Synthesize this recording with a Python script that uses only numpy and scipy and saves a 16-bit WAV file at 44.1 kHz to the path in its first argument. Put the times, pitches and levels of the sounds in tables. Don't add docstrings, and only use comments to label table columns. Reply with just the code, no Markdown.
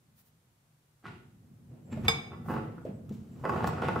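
import sys
import numpy as np
from scipy import signal
from scipy.fft import rfft, irfft
from scipy.io import wavfile
from scipy.ndimage import uniform_filter1d

SR = 44100
rng = np.random.default_rng(int(sys.argv[2]) if len(sys.argv) > 2 else 0)


def master(y):
    cut = np.clip(np.atleast_2d(y).T, -1, 1)
    pcm = np.round(cut * 32767)
    wavfile.write(sys.argv[1], SR, pcm.astype(np.int16))


N = 176400
T = np.arange(N) / SR
FFT_SIZE = 2 ** 18
HZ = np.maximum(np.arange(FFT_SIZE // 2 + 1) * SR / FFT_SIZE, 1)

# f/Hz, t60/s
ROOM_DECAY = [(100, 0.5), (400, 0.8122), (1000, 0.4933), (2500, 0.5651), (5000, 0.5), (8000, 0.5),
              (15000, 0.0053)]
# f/Hz, likeness (0 to 1)
STEREO_LIKENESS = [(60, 1), (150, 0.969), (380, 0.747), (950, 0), (2400, 0), (15000, 0)]
# f/Hz, level/dB
HUM_COLOUR = [(25, -21), (50, -15), (85, -13), (125, -5.5), (155, 0), (190, -20), (260, -20.5),
              (500, -23.5), (1000, -24.5), (2000, -29.5), (5000, -33.5), (8000, -32.5), (12000, -34),
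              (15500, -37.5)]
# t/s, level/dB, half-length/s
HISS_EVENTS = [(0.195, -60.5, 0.0287), (0.273, -65.5, 0.0257), (2.509, -57.5, 0.051), (3.68, -50, 0.0177)]
# f/Hz, level/dB
HISS_COLOUR = [(3000, -10.5), (8000, -11.5), (11500, -5.5), (15000, -2.5)]

# t/s, level/dB
RUMBLE_CURVE = [(0, -68), (1.02, -80), (1.065, -49), (1.25, -57.5), (1.65, -54.5), (1.87, -52.5),
                (1.94, -41), (2.01, -38), (2.08, -34.5), (2.25, -48.5), (2.44, -44), (2.52, -34),
                (2.7, -44.5), (3.02, -49), (3.14, -43.5), (3.28, -48.5), (3.42, -42), (3.5, -36.5),
                (3.69, -34.5), (3.79, -39), (4, -34)]
# f/Hz, level/dB
RUMBLE_COLOUR = [(25, -29.5), (40, -23), (55, -13.5), (68, -17.5), (85, -7), (115, 1), (165, 0),
                 (215, -4.5), (280, -13.5), (400, -22), (700, -29.5), (1500, -36.5), (4000, -52)]
# f/Hz, width/Hz, lift/dB
TABLE_PEAKS = [(55.3, 12, 4.5), (86.5, 9.6, 7), (110, 12, 3), (145.2, 5.3, 3.5), (237.1, 16, 8),
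               (347, 23, 3.5)]
# t/s, level/dB, f/Hz, t60/s
CRANK_BUMPS = [(1.696, -40.5, 127.2, 0.22), (1.925, -27.5, 224, 0.144), (1.974, -33, 616.4, 0.044),
               (2.055, -29, 85.13, 0.227), (2.496, -26.5, 231, 0.17), (2.89, -30, 201.1, 0.08),
               (2.949, -33, 163, 0.043), (3.108, -25.5, 212.2, 0.086), (3.667, -25.5, 108.1, 0.09),
               (3.833, -23, 492.6, 0.0475)]
# t/s, level/dB
RUB_CURVE = [(1.1, -80), (1.68, -75), (1.71, -59), (1.78, -56.5), (1.84, -63.5), (1.9, -53.5),
             (1.925, -48.5), (1.98, -47.5), (2.04, -49.5), (2.4, -58), (2.84, -68.5), (2.865, -40.5),
             (2.91, -46.5), (2.98, -58), (3.09, -66.5), (3.115, -50), (3.16, -66.5), (3.42, -57.5)]
# f/Hz, level/dB
RUB_COLOUR = [(120, -19), (250, 6.5), (400, -0.5), (600, -5), (750, -9), (1200, -22), (2600, -28),
              (6000, -47.5)]
# t/s, level/dB, f/Hz, half-length/s
CRANK_SQUEAKS = [(1.87, -74, 7460, .022), (1.925, -59.5, 7490, 0.0142), (2.847, -79.5, 7900, 0.029),
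                 (2.95, -78, 7777, 0.0237), (3.33, -76, 7600, .03), (3.68, -69, 7690, 0.016)]

# t/s, level/dB, rise/s, fall/s
DOUGH_SWELLS = [(1.928, -66.5, 0.0045, 0.0214), (2.051, -53.5, 0.0059, 0.0047), (2.51, -67, 0.02, 0.023),
                (2.852, -64.5, 0.0024, 0.0086), (3.094, -58, 0.00081, 0.003), (3.129, -66.5, 0.0138, 0.05),
                (3.496, -57.5, 0.00378, 0.0054), (3.57, -64, 0.14, 0.058), (3.674, -40.5, 0.00286, 0.0043),
                (3.9, -87.5, .08, .1)]
# f/Hz, level/dB
CRACKLE_COLOUR = [(1500, -2), (3000, 3.5), (5000, -1), (7500, 0.5), (10000, -12.5), (13000, -5),
                  (16000, -5)]
# t/s, level/dB, first f/Hz, last f/Hz, t60/s
AIR_POPS = [(2.851, -22.5, 244.3, 693, 0.03195), (3.107, -32, 300, 473, 0.0407)]

# t/s, grinding level/dB, scraping level/dB
AUGER_STROKES = [
    [(1.024, -76, -96), (1.044, -58, -68.5), (1.06, -51.5, -54.5), (1.08, -51.5, -61), (1.125, -73, -64.5),
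     (1.18, -77.5, -72.5)],
    [(1.9, -66.5, -78.5), (1.93, -54.5, -56), (1.96, -67.5, -79), (1.98, -53.5, -59), (2.015, -79, -90.5),
     (2.053, -40, -50), (2.078, -52.5, -59)],
    [(2.3, -56.5, -84), (2.32, -49, -70.5), (2.35, -52.5, -81.5)],
    [(2.44, -58, -80), (2.478, -46, -72), (2.503, -35, -63), (2.565, -39, -57.5), (2.605, -50, -72.5),
     (2.68, -78, -71.5), (2.82, -56, -83.5)],
    [(3.22, -81, -95), (3.33, -81, -87), (3.425, -59, -84), (3.448, -32.5, -66), (3.52, -37, -58),
     (3.62, -41, -56.5), (3.69, -43.5, -53), (3.75, -46.5, -60.5), (3.808, -39.5, -59), (3.828, -36.5, -51),
     (3.89, -40.5, -48), (3.945, -44, -62), (4.0, -35.5, -55.5)],
]
# t/s, knock level/dB, bright click level/dB
AUGER_KNOCKS = [(1.043, -40, -71), (1.0553, -31.5, -57.5), (1.0609, -33, -63.5), (1.087, -43.5, -65),
                (1.926, -37, -57), (2.319, -39, -75), (2.4857, -28.5, -63.5), (2.506, -26.5, -53.5),
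                (2.565, -27, -59), (2.781, -42, -74), (3.092, -50, -60), (3.443, -26.5, -60),
                (3.4531, -16, -43), (3.4945, -14.5, -42), (3.498, -20.5, -57.5), (3.563, -20.5, -46),
                (3.593, -27, -54), (3.606, -22, -46.5), (3.626, -26.5, -50), (3.6436, -12.5, -32.5),
                (3.6746, -20.5, -40.5), (3.69, -22, -49), (3.782, -32, -62.5), (3.82, -22, -36.5),
                (3.823, -22.5, -50), (3.835, -27, -39.5), (3.8855, -14.5, -30), (3.891, -19, -52),
                (3.912, -36, -51), (3.960, -19, -50), (3.963, -24, -55)]
# f/Hz, level/dB
HOUSING_COLOUR = [(60, -18), (130, 1), (230, 3.5), (285, 3.5), (350, 6), (480, 4), (620, 0), (1000, -2),
                  (1450, -5), (1800, -12), (2250, -26), (2800, -23.5), (4000, -44.5), (8000, -43),
                  (15000, -51)]
# f/Hz, width/Hz, lift/dB
HOUSING_PEAKS = [(336.4, 52, 4.5), (479, 45, 3.5), (748.4, 57, 8.5), (860.9, 29, 8), (913, 22, 5.5),
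                 (1120, 65, 10), (1315, 55, 10), (1440.5, 45, 7), (1732.3, 22, 4), (1996.5, 50, 13),
                 (2596, 81, 12.5), (2817.5, 46, 7.5), (4885, 350, 16.5)]
# f/Hz, lift/dB
DISC_ON_COLOUR = [(60, -4.5), (200, -1), (350, 4.5), (450, -11), (650, -3.5), (850, -1.5), (1100, -4),
                  (1700, 6.5), (2600, 7), (5000, 3)]
# f/Hz, level/dB
SCRAPE_COLOUR = [(700, -22.5), (1800, 7), (2700, 4.5), (3800, -4), (6000, -15), (7500, -16.5),
                 (10000, -19.5), (15000, -28)]

# t/s, level/dB
DISC_CONTACTS = [(2.0815, -1), (2.0842, -11), (2.096, -17.5)]
# f/Hz, level/dB, t60/s, left minus right/dB
DISC_TONES = [(2286, -11, 0.059, -5.5), (2293, -28, .44, -2), (2253, -28, 0.28, 5), (2312, -39, .45, 0),
              (2132, -41, .4, 0), (2440, -40, .28, 0), (3550, -11.5, .06, 1.5), (3538, -28, 0.28, 0),
              (3601, -40, .33, -4), (3564, -40, .4, 0), (3500, -35, .22, 0), (4963, -25, 0.11, -7.5),
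              (4985, -42, .12, 0), (4957, -48, .58, -2), (6422, -39, 0.26, -6), (4967.6, -48.5, .58, -2),
              (7530, -38, .1, -5), (8200, -45, .12, 4.5), (7965, -42, .1, 9), (8865, -46, 0.11, -9.5),
              (9400, -49, .09, -8), (10260, -48, 0.13, -7), (11340, -47, .13, -1), (12600, -51, 0.12, -6.5),
              (13320, -50, 0.1, 3)]
# f/Hz, level/dB, t60/s, left minus right/dB
PLATE_TONES = [(455.7, -29.5, 0.326, 0.5), (910.5, -36.5, 0.29, -1.5), (1062.3, -43, 0.59, -1),
               (1088.3, -35.5, 0.13, -5), (1274, -29.5, 0.08, -5.5), (1593.4, -34.5, .1, -13)]
# f/Hz, level/dB
CRACK_COLOUR = [(100, -17), (450, -6.5), (700, 4), (1050, 6), (1600, 1), (2800, -4.5), (3800, -5),
                (5000, -16), (5800, -14.5), (8000, -17), (10000, -20), (13000, -15.5), (16000, -30.5)]


def from_db(db):
    return 10 ** (np.asarray(db) / 20)


def unit_rms(x):
    return x / np.sqrt(np.mean(x ** 2) + 1e-20)


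def unit_energy(x):
    return x / np.linalg.norm(x)


def at_hz(points, hz=HZ):
    freqs, values = np.transpose(points)
    return np.interp(np.log(hz), np.log(freqs), values)


def lifts(resonances):
    return sum(db / (1 + (2 * (HZ - hz) / width) ** 2) for hz, width, db in resonances)


def level(rows, column=1):
    rows = np.array(rows)
    return from_db(np.interp(T, rows[:, 0], rows[:, column], left=-200, right=-200))


def response(db):
    cepstrum = irfft(np.log(from_db(db)))
    cepstrum[1:FFT_SIZE // 2] *= 2
    cepstrum[FFT_SIZE // 2 + 1:] = 0
    answer = irfft(np.exp(rfft(cepstrum)))[:SR // 2]
    return answer / np.abs(answer).max()


def through(x, answer):
    return signal.fftconvolve(np.atleast_2d(x), np.atleast_2d(answer), axes=-1)[:, :N]


def keep_band(x, side, hz, order):
    return signal.sosfilt(signal.butter(order, hz, side, fs=SR, output="sos"), x)


def pan(db):
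    return from_db(np.array([[db], [-db]]) / 2)


def clicks(rows):
    out = np.zeros(N)
    for start, db in rows:
        out[int(start * SR)] += from_db(db)
    return out


def grains(per_s, spread_db):
    sizes = from_db(spread_db * np.minimum(rng.exponential(1, N), 4)) * rng.choice([-1, 1], N)
    return sizes * (rng.random(N) < per_s / SR)


def wobble(samples, shape=N):
    return unit_rms(uniform_filter1d(rng.standard_normal(shape), size=samples))


def stereo_noise(db):
    mid, side = rfft(rng.standard_normal((2, FFT_SIZE)))
    alike = np.clip(at_hz(STEREO_LIKENESS), -.99, .99)
    spectrum = np.sqrt(1 + alike) * mid + np.sqrt(1 - alike) * side * [[1], [-1]]
    return unit_rms(irfft(from_db(db) * spectrum)[:, :N])


def room_echo():
    t, build_s = T[:SR], 0.0022
    octaves = np.log2(np.maximum(np.arange(SR // 2 + 1), 1))
    noise = rfft(stereo_noise(0 * HZ)[:, :SR])
    echo = 0
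    for octave in range(5, 15):
        band = irfft(noise * np.maximum(1 - abs(octaves - octave), 0))
        echo = echo + band * from_db(-60 * t / at_hz(ROOM_DECAY, 2 ** octave))
    return unit_rms(echo * (1 - np.exp(-t / build_s))) / np.sqrt(SR)


def in_room(x, echo, echo_db):
    return x + from_db(echo_db) * through(x, echo)


def room_hum():
    return from_db(-68) * stereo_noise(at_hz(HUM_COLOUR))


def hisses():
    swell = sum(from_db(db) * np.exp(-((T - peak) / width) ** 2) for peak, db, width in HISS_EVENTS)
    return swell * stereo_noise(at_hz(HISS_COLOUR))


def table(echo):
    bumps, attack_s = 0, 0.0011
    for start, db, hz, t60 in CRANK_BUMPS:
        t = np.maximum(T - start, 0)
        loudness = from_db(db - 60 * t / t60) * (1 - np.exp(-t / attack_s))
        bumps = bumps + loudness * np.sin(2 * np.pi * hz * t)
    rumble = level(RUMBLE_CURVE) * stereo_noise(at_hz(RUMBLE_COLOUR) + lifts(TABLE_PEAKS))
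    return rumble + in_room(bumps, echo, echo_db=-9.5)


def crank(echo):
    waver_hz = 203 * wobble(samples=200)
    squeaks = 0
    for peak, db, hz, width in CRANK_SQUEAKS:
        loudness = from_db(db) * np.exp(-((T - peak) / width) ** 2)
        squeaks = squeaks + loudness * np.sin(2 * np.pi * np.cumsum(hz + waver_hz) / SR)
    rubbing = level(RUB_CURVE) * stereo_noise(at_hz(RUB_COLOUR))
    return rubbing + in_room(squeaks, echo, echo_db=-3.5)


def dough(echo):
    swell = sum(from_db(db) * np.exp(-np.maximum((peak - T) / rise, (T - peak) / fall))
                for peak, db, rise, fall in DOUGH_SWELLS)
    crackle = through(grains(per_s=6000, spread_db=3.5), response(at_hz(CRACKLE_COLOUR)))
    return in_room(swell * unit_rms(crackle), echo, echo_db=-5)


def air_pockets(echo):
    glide_s, attack_s = 0.003674, 0.001636
    pops = 0
    for start, db, first_hz, last_hz, t60 in AIR_POPS:
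        t = np.maximum(T - start, 0)
        hz = last_hz + (first_hz - last_hz) * np.exp(-t / glide_s)
        loudness = from_db(db - 60 * t / t60) * (1 - np.exp(-t / attack_s))
        pops = pops + loudness * np.sin(2 * np.pi * np.cumsum(hz * (t > 0)) / SR)
    return in_room(pops, echo, echo_db=-8)


def chatter(rows):
    contacts, t60 = clicks(rows), 0.0226
    fade = unit_energy(from_db(-60 * T[:SR // 4] / t60))
    noise = rng.standard_normal((2, N)) / 2 + rng.standard_normal(N)
    rebounds = keep_band(noise * through(contacts, fade), "low", hz=2794, order=2)
    return contacts + from_db(1.5) * rebounds


def auger(echo):
    colour = at_hz(HOUSING_COLOUR) + lifts(HOUSING_PEAKS)
    housing, with_disc = response(colour), response(colour + at_hz(DISC_ON_COLOUR))
    scrape = response(at_hz(SCRAPE_COLOUR))
    flutter = from_db(3 * wobble(samples=500))
    slips = unit_rms(grains(per_s=1000, spread_db=2) * flutter) / np.linalg.norm(housing)
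    slips *= sum(level(stroke, column=1) for stroke in AUGER_STROKES)
    scraping = unit_rms(grains(per_s=6000, spread_db=2) * flutter)
    scraping *= sum(level(stroke, column=2) for stroke in AUGER_STROKES)
    blows = chatter([(start, db) for start, db, _ in AUGER_KNOCKS])
    blows = keep_band(blows, "high", hz=606, order=1)
    bright_clicks = chatter([(start, db) for start, _, db in AUGER_KNOCKS])
    first = T < AUGER_STROKES[1][0][0]
    grinding = through(slips * first, with_disc) + through(slips * ~first, housing)
    grinding += through(scraping, unit_energy(scrape))
    knocks = through(blows * first, with_disc) + through(blows * ~first, housing)
    knocks += through(bright_clicks, scrape)
    return pan(-1.5) * (in_room(grinding, echo, echo_db=-2) + in_room(knocks, echo, echo_db=-7))


def falling_disc(echo):
    right_lag_s, attack_s, crack_t60 = 0.0002202, 0.00061, 0.058
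    t = np.maximum(T[:SR] - np.array([[0], [right_lag_s]]), 0)
    tones = DISC_TONES + PLATE_TONES
    waver_db = uniform_filter1d(2.5 * wobble(samples=1100, shape=(len(tones), SR)), size=300)
    ring = 0
    for k, (hz, db, t60, side_db) in enumerate(tones):
        waver_onset = np.minimum(t / t60 * 10, 1)
        loudness = from_db(db - 60 * t / t60 + waver_db[k] * waver_onset)
        ring = ring + pan(side_db) * loudness * np.sin(2 * np.pi * hz * t) * (-1) ** k
    clank = through(clicks(DISC_CONTACTS[:1]), ring * (1 - np.exp(-t / attack_s)))
    burst = rng.standard_normal((2, SR)) * from_db(-20.5 - 60 * t / crack_t60)
    plate = unit_energy(response(at_hz(CRACK_COLOUR)))
    crack = pan(1.5) * through(through(clicks(DISC_CONTACTS), burst), plate)
    return in_room(clank, echo, echo_db=-17.5) + in_room(crack, echo, echo_db=-7.5)


def scene():
    echo = room_echo()
    grinder = auger(echo) + crank(echo) + table(echo) + falling_disc(echo)
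    return grinder + dough(echo) + air_pockets(echo) + hisses() + room_hum()


def record(dry):
    thinned = keep_band(dry, "high", hz=42, order=3)
    top_hz = 15600
    return signal.sosfilt(signal.ellip(10, .2, 70, top_hz, fs=SR, output="sos"), thinned)


dry = scene()
out = record(dry)
master(out)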